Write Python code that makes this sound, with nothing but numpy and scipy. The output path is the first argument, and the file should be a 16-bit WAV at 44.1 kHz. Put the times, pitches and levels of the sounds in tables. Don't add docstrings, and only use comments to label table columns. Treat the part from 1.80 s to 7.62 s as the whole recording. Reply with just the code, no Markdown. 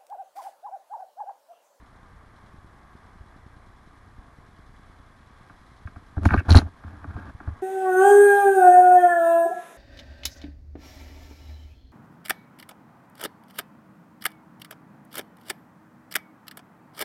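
import sys
import numpy as np
from scipy import signal
from scipy.fft import rfft, irfft
from scipy.io import wavfile

SR = 44100
rng = np.random.default_rng(int(sys.argv[2]) if len(sys.argv) > 2 else 0)


def bounce(signal):
    frames = np.transpose(np.atleast_2d(signal))
    limited = np.clip(frames, -1, 1)
    pcm = np.round(limited * 32767).astype(np.int16)
    wavfile.write(sys.argv[1], SR, pcm)


N = 256648
TIME = np.arange(N) / SR
HIT_TIME = np.arange(16384) / SR


def undb(db):
    return 10 ** (np.asarray(db) / 20)


def level(x, db):
    return x * undb(db) / np.sqrt(np.mean(x ** 2))


def peak(x, db):
    return x * undb(db) / np.abs(x).max()


def add(out, start_s, x):
    start = int(start_s * SR)
    out[start:start + len(x)] += x[:N - start]


def colour(x, points):
    hz, db = np.transpose(points)
    bins_hz = np.maximum(np.fft.rfftfreq(len(x), 1 / SR), 1)
    gain = undb(np.interp(np.log(bins_hz), np.log(hz), db))
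    return irfft(rfft(x) * gain, len(x))


def band(x, hz, width_hz):
    return signal.lfilter(*signal.iirpeak(hz, hz / width_hz, fs=SR), x)


def body(x, modes, tilt_db=0):
    lowest_hz, highest_hz = modes[0][0], modes[-1][0]
    ring = 0
    for k, (hz, width_hz, db) in enumerate(modes):
        gain = undb(db + tilt_db * np.log2(hz / lowest_hz))
        ring = ring + (-1) ** k * gain * band(x, hz, width_hz)
    edges_hz = [lowest_hz * 0.55, min(highest_hz * 1.29, SR / 3)]
    return signal.sosfilt(signal.butter(5, edges_hz, "band", fs=SR, output="sos"), ring)


def walk(rate_hz):
    knots = rng.standard_normal(1024)
    return np.interp(TIME * rate_hz, np.arange(len(knots)), knots) * np.sqrt(3 / 2)


def grit(size, spread_db):
    strength_db = spread_db * np.repeat(rng.standard_normal(size // 64 + 1), 64)[:size]
    return rng.standard_normal(size) * undb(strength_db)


def contact(decay_s, chatter):
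    push = rng.standard_normal(len(HIT_TIME)) * np.exp(-HIT_TIME / decay_s)
    push *= chatter / np.sqrt(np.sum(push ** 2))
    push[0] += 1
    return push


def swing(hz, length_s, rise_s=0.00082, stop_s=0.0055, ring_db=-25, ring_s=.035):
    after = np.maximum(HIT_TIME - length_s, 0)
    stop = np.exp(-after / stop_s) + undb(ring_db) * np.exp(-after / ring_s)
    size = (1 - np.exp(-HIT_TIME / rise_s)) * stop
    return -size * np.sin(2 * np.pi * hz * HIT_TIME)


# pitch_hz, relative_db (per Hz)
WATER_SPECTRUM = [(200, -54), (350, -6.5), (580, -6.5), (720, -2), (940, -3), (1090, 1), (1430, -6.5),
                  (1650, -4.5), (2200, -10.5), (2650, -20.5), (3400, -22.5), (4700, -24.5), (8000, -36),
                  (12000, -43.5)]
# time_s, level_db, treble_db (against the middle)
WATER_TURN = [(0, -56, -5.5), (1.2, -56.5, -3), (2.3, -57, -3), (2.8, -57.5, -1), (4, -57.5, 0.5),
              (5.8, -54.5, -4.5)]
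# pitch_hz, width_hz, boost_db
HOUSING_MODES = [(1210, 95, 2), (1607, 34, 4.5), (3390, 66, 9), (3700, 60, -9), (9100, 890, -26.5),
                 (10770, 270, 13.5)]


def water():
    time_s, turn_level_db, turn_treble_db = np.transpose(WATER_TURN)
    level_db = np.interp(TIME, time_s, turn_level_db)
    treble_db = np.interp(TIME, time_s, turn_treble_db)
    rush = colour(rng.standard_normal(N), WATER_SPECTRUM)
    for hz, width_hz, boost_db in HOUSING_MODES:
        rush = rush + (undb(boost_db) - 1) * band(rush, hz, width_hz)
    middle = signal.sosfiltfilt(signal.butter(2, 2200, fs=SR, output="sos"), rush)
    treble = rush - middle
    rush = middle * undb(0.64 * walk(11)) + treble * undb(treble_db + 0.12 * walk(8.5))
    return level(rush, 0) * undb(level_db)


# pitch_hz, relative_db (per Hz)
RUMBLE_SPECTRUM = [(18, -3), (35, 2), (65, 1), (100, -0.5), (160, -6), (280, -7), (400, -17), (600, -39.5)]


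def rumble(level_db=-56):
    noise = colour(rng.standard_normal(N), RUMBLE_SPECTRUM)
    return level(noise * undb(0.28 * walk(14.0)), level_db)


CYCLE_S = .1001
# cycle_share, relative_db
VALVE_TICKS = [(.07, -4.5), (.27, -5), (.58, -1), (.695, -13), (.8, -7.5)]
# pitch_hz, width_hz, relative_db
HEAD_MODES = [(2980, 140, -1), (3280, 77, 3.5), (3540, 110, 2.5), (3970, 150, 2.5), (4340, 170, -1),
              (5230, 630, -4), (6500, 1200, -10), (9120, 870, -10)]
# cycle_rate_multiple, rms_level_db
EXHAUST_HUM = [(3, -60.5), (6, -61), (9, -62.5), (12, -72.5)]


def engine(tick_db=-74, decay_s=0.018, rise_s=0.00048, growth_db_per_s=0.45):
    cycles = (TIME + walk(1.2) / 1000) / CYCLE_S
    hum = 0
    for multiple, db in EXHAUST_HUM:
        tone = np.sin(2 * np.pi * multiple * cycles)
        hum = hum + level(tone * undb(2 * walk(7.7)), db)
    taps = 0
    for share, db in VALVE_TICKS:
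        since_s = (cycles - share) % 1 * CYCLE_S
        shape = (1 - np.exp(-since_s / rise_s)) * np.exp(-since_s / decay_s)
        taps = taps + undb(db + 2 * walk(6.6)) * shape
    ticks = body(taps * rng.standard_normal(N), HEAD_MODES) * undb(growth_db_per_s * TIME)
    return hum + level(ticks, tick_db)


BEAT_S, FIRST_BEAT_S = .1024, .0272
PULSE_DB, STRONG_BOOST_DB = -40.5, 6
STRONG_BEATS = [.744, 1.154, 1.666]


def pulses(width_s=0.00079, scatter_db=1.4, coupling_hz=45):
    out = np.zeros(N)
    lead_s = 1 / 50
    bump = np.exp(-.5 * ((HIT_TIME - lead_s) / width_s) ** 2)
    for beat_s in np.arange(FIRST_BEAT_S, N / SR, BEAT_S):
        strong = np.isclose(beat_s, STRONG_BEATS, atol=BEAT_S / 2).any()
        db = PULSE_DB + (STRONG_BOOST_DB if strong else scatter_db * rng.standard_normal())
        add(out, beat_s - lead_s, -undb(db) * bump)
    return signal.sosfilt(signal.butter(1, coupling_hz, "high", fs=SR, output="sos"), out)


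# start_s, peak_db
PUFFS = [(.784, -39.5), (1.409, -36), (2.388, -35)]


def puffs(pitch_hz=61, length_s=0.0058):
    out = np.zeros(N)
    for start_s, peak_db in PUFFS:
        add(out, start_s, peak(swing(pitch_hz, length_s), peak_db))
    return out


# start_s, clack_peak_db, hardness_db_per_octave (brightness of the contact)
KNOCKS = [(3.697, -38, 4.5), (4.073, -33, 6.5), (4.16, -36.5, -2.5), (4.367, -31, -9), (4.3781, -26.5, -7),
          (4.4513, -20, -9), (4.4546, -9, -1), (4.489, -21.5, 13.5), (4.506, -15.5, 10),
          (4.5309, -21.5, -11), (4.536, -14, 11.5), (4.540, -7.5, -1.5), (4.604, -31.5, -7),
          (4.7035, -19, -13.5), (4.7456, -8, -4), (4.754, -22, -23), (4.816, -25.5, -4), (5.037, -35.5, -1),
          (5.082, -45, 4), (5.242, -28.5, -1.5), (5.364, -30.5, -2), (5.602, -32, 2), (5.674, -33, -2),
          (5.756, -45.5, -4)]
# pitch_hz, width_hz, relative_db
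SHELL_MODES = [(500, 320, -22), (686, 95, 5), (877, 140, 3), (1051, 83, 4), (1205, 72, 5.5), (1377, 83, 6),
               (1592, 149, 4.5), (1903, 78, -7), (2207, 48, -13), (2575, 250, -20)]
# pitch_hz, width_hz, relative_db
HOLLOW_MODES = [(158, 43, -2.5), (216.6, 32.4, 1), (278.6, 41.7, 2.5), (335.6, 86, -5), (395, 41, -7)]
CONTACT_S, CONTACT_HALVING_DB = 0.0019, 15.5
KNOCK_BOOM_DB, KNOCK_SOFT_OCTAVES = -4.5, 0.8


def knocks():
    out = np.zeros(N)
    for start_s, clack_db, tilt_db in KNOCKS:
        decay_s = CONTACT_S * 2 ** (-clack_db / CONTACT_HALVING_DB)
        boom_db = clack_db + KNOCK_BOOM_DB - KNOCK_SOFT_OCTAVES * tilt_db
        clack = body(contact(decay_s, chatter=0.58), SHELL_MODES, tilt_db)
        boom = body(contact(decay_s, chatter=0.81), HOLLOW_MODES)
        add(out, start_s, peak(clack, clack_db))
        add(out, start_s, peak(boom, boom_db))
    return out


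ROCK_HZ = 84
# start_s, peak_db, push_length_s
THUMPS = [(4.054, -28, 0.011), (4.164, -36, 0.012), (4.372, -18, 0.013), (4.411, -24.5, 0.035),
          (4.458, -9, 0.018), (4.519, -15.5, 0.023), (4.548, -13.5, 0.0079), (4.574, -13.5, 0.018),
          (4.683, -15.5, 0.023), (4.707, -6, 0.029), (4.754, 0, 0.022), (4.805, -26, 0.063),
          (5.048, -33, 0.034), (5.277, -32, 0.018), (5.357, -24, 0.0072), (5.549, -30.5, 0.0039),
          (5.676, -20.5, 0.013), (5.704, -31, 0.032)]


def thumps():
    out = np.zeros(N)
    for start_s, peak_db, length_s in THUMPS:
        add(out, start_s, peak(swing(ROCK_HZ, length_s), peak_db))
    return out


# start_s, length_s, level_db (shell ring under full, steady pressure), hardness_db_per_octave (brightness)
RUBS = [(4.412, 0.12, -45.5, -9), (4.495, .07, -34.5, 1.5), (4.573, 0.03, -35.5, 20.5),
        (4.648, 0.052, -46, -1), (4.681, 0.042, -29, -4.5), (4.741, 0.052, -27.5, -4),
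        (4.806, 0.079, -52.5, -6), (5.036, 0.212, -57, 0.5), (5.262, 0.24, -49, 0.5), (5.61, 0.093, -55, 3)]
# pitch_hz, relative_db (per Hz)
SCRATCH_SPECTRUM = [(700, 6), (1500, -15), (2500, -14), (3200, -7.5), (5000, -13.5), (8000, -24.5),
                    (12000, -21)]
RUB_BOOM_DB, RUB_SOFT_OCTAVES = 1.5, 0.66
RUB_ROCK_DB, SCRATCH_DB = 6.5, -11
RUB_JERK_DB, RUB_JERKS_PER_S = 2.5, 82
RUB_SWELL_SHARE = 0.051


def rubs(release_s=0.0071, rock_width_hz=35):
    out, t = np.zeros(N), HIT_TIME
    for start_s, length_s, db, tilt_db in RUBS:
        swell = 1 - np.exp(-t / (RUB_SWELL_SHARE * length_s))
        release = np.exp(-np.maximum(t - length_s, 0) / release_s)
        press = swell * release * undb(RUB_JERK_DB * walk(RUB_JERKS_PER_S)[:len(t)])
        slips = grit(len(t), spread_db=3.0)
        ring = level(body(slips, SHELL_MODES, tilt_db), 0)
        boom = level(body(slips, HOLLOW_MODES), RUB_BOOM_DB - RUB_SOFT_OCTAVES * tilt_db)
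        rock = band(band(slips, ROCK_HZ, rock_width_hz), ROCK_HZ, rock_width_hz)
        rock = level(rock, RUB_ROCK_DB)
        scratch = level(colour(slips, SCRATCH_SPECTRUM), SCRATCH_DB)
        add(out, start_s, undb(db) * press * (ring + boom + rock + scratch))
    return out


# pitch_hz, width_hz, relative_db
RATCHET_MODES = [(4030, 140, -12), (4070, 455, 9.5), (4480, 860, 3.5), (4830, 350, -13), (5800, 480, -10.5),
                 (6160, 380, -17)]


def pawl(db, snap_s=0.0011, buzz_db=-15, buzz_s=0.0073):
    ring = peak(body(contact(snap_s, chatter=0.64), RATCHET_MODES), db)
    buzz = rng.standard_normal(len(HIT_TIME)) * np.exp(-HIT_TIME / buzz_s)
    return ring + peak(body(buzz, RATCHET_MODES), db + buzz_db)


# start_s, length_s, peak_db (dry tick of a tooth)
SWEEPS = [(4.434, 0.039, -35.5), (4.454, .004, -22), (4.695, 0.042, -18.5), (4.752, .029, -12.5)]
# start_s, ring_peak_db
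SNAPS = [(4.542, -32), (4.706, -11.5), (4.718, -15), (4.726, -19), (4.7545, -12), (4.7715, -9.5),
         (4.782, -19.5), (4.787, -16)]
# pitch_hz, relative_db (per Hz)
TICK_SPECTRUM = [(1200, 9), (2600, 5.5), (5500, -3), (6800, -2), (8000, -19), (9200, -3), (12000, -14)]
TEETH_PER_S, TOOTH_JITTER_S, TOOTH_RING_DB = 130, 0.00075, -19


def ratchet(tick_s=0.00035, tail_db=-12, tail_s=0.015):
    out, t = np.zeros(N), HIT_TIME
    fade = np.exp(-t / tick_s) + undb(tail_db) * np.exp(-t / tail_s)
    for start_s, ring_db in SNAPS:
        add(out, start_s, pawl(ring_db))
    for start_s, length_s, tick_db in SWEEPS:
        for tooth_s in np.arange(start_s, start_s + length_s, 1 / TEETH_PER_S):
            late_s = TOOTH_JITTER_S * rng.standard_normal()
            tick = peak(fade * colour(rng.standard_normal(len(t)), TICK_SPECTRUM), 0)
            add(out, tooth_s + late_s, undb(tick_db) * (tick + pawl(TOOTH_RING_DB)))
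    return out


def scene():
    surroundings = water() + rumble() + engine()
    at_camera = pulses() + puffs()
    helmet = knocks() + thumps() + rubs() + ratchet()
    return (surroundings + at_camera + helmet)[None]


TOP_HZ = 12000


def record(dry):
    rounded = dry / (1 + dry ** 8) ** (1 / 8)
    return signal.sosfilt(signal.ellip(12, .1, 80, TOP_HZ, fs=SR, output="sos"), rounded)


dry = scene()
out = record(dry)
bounce(out)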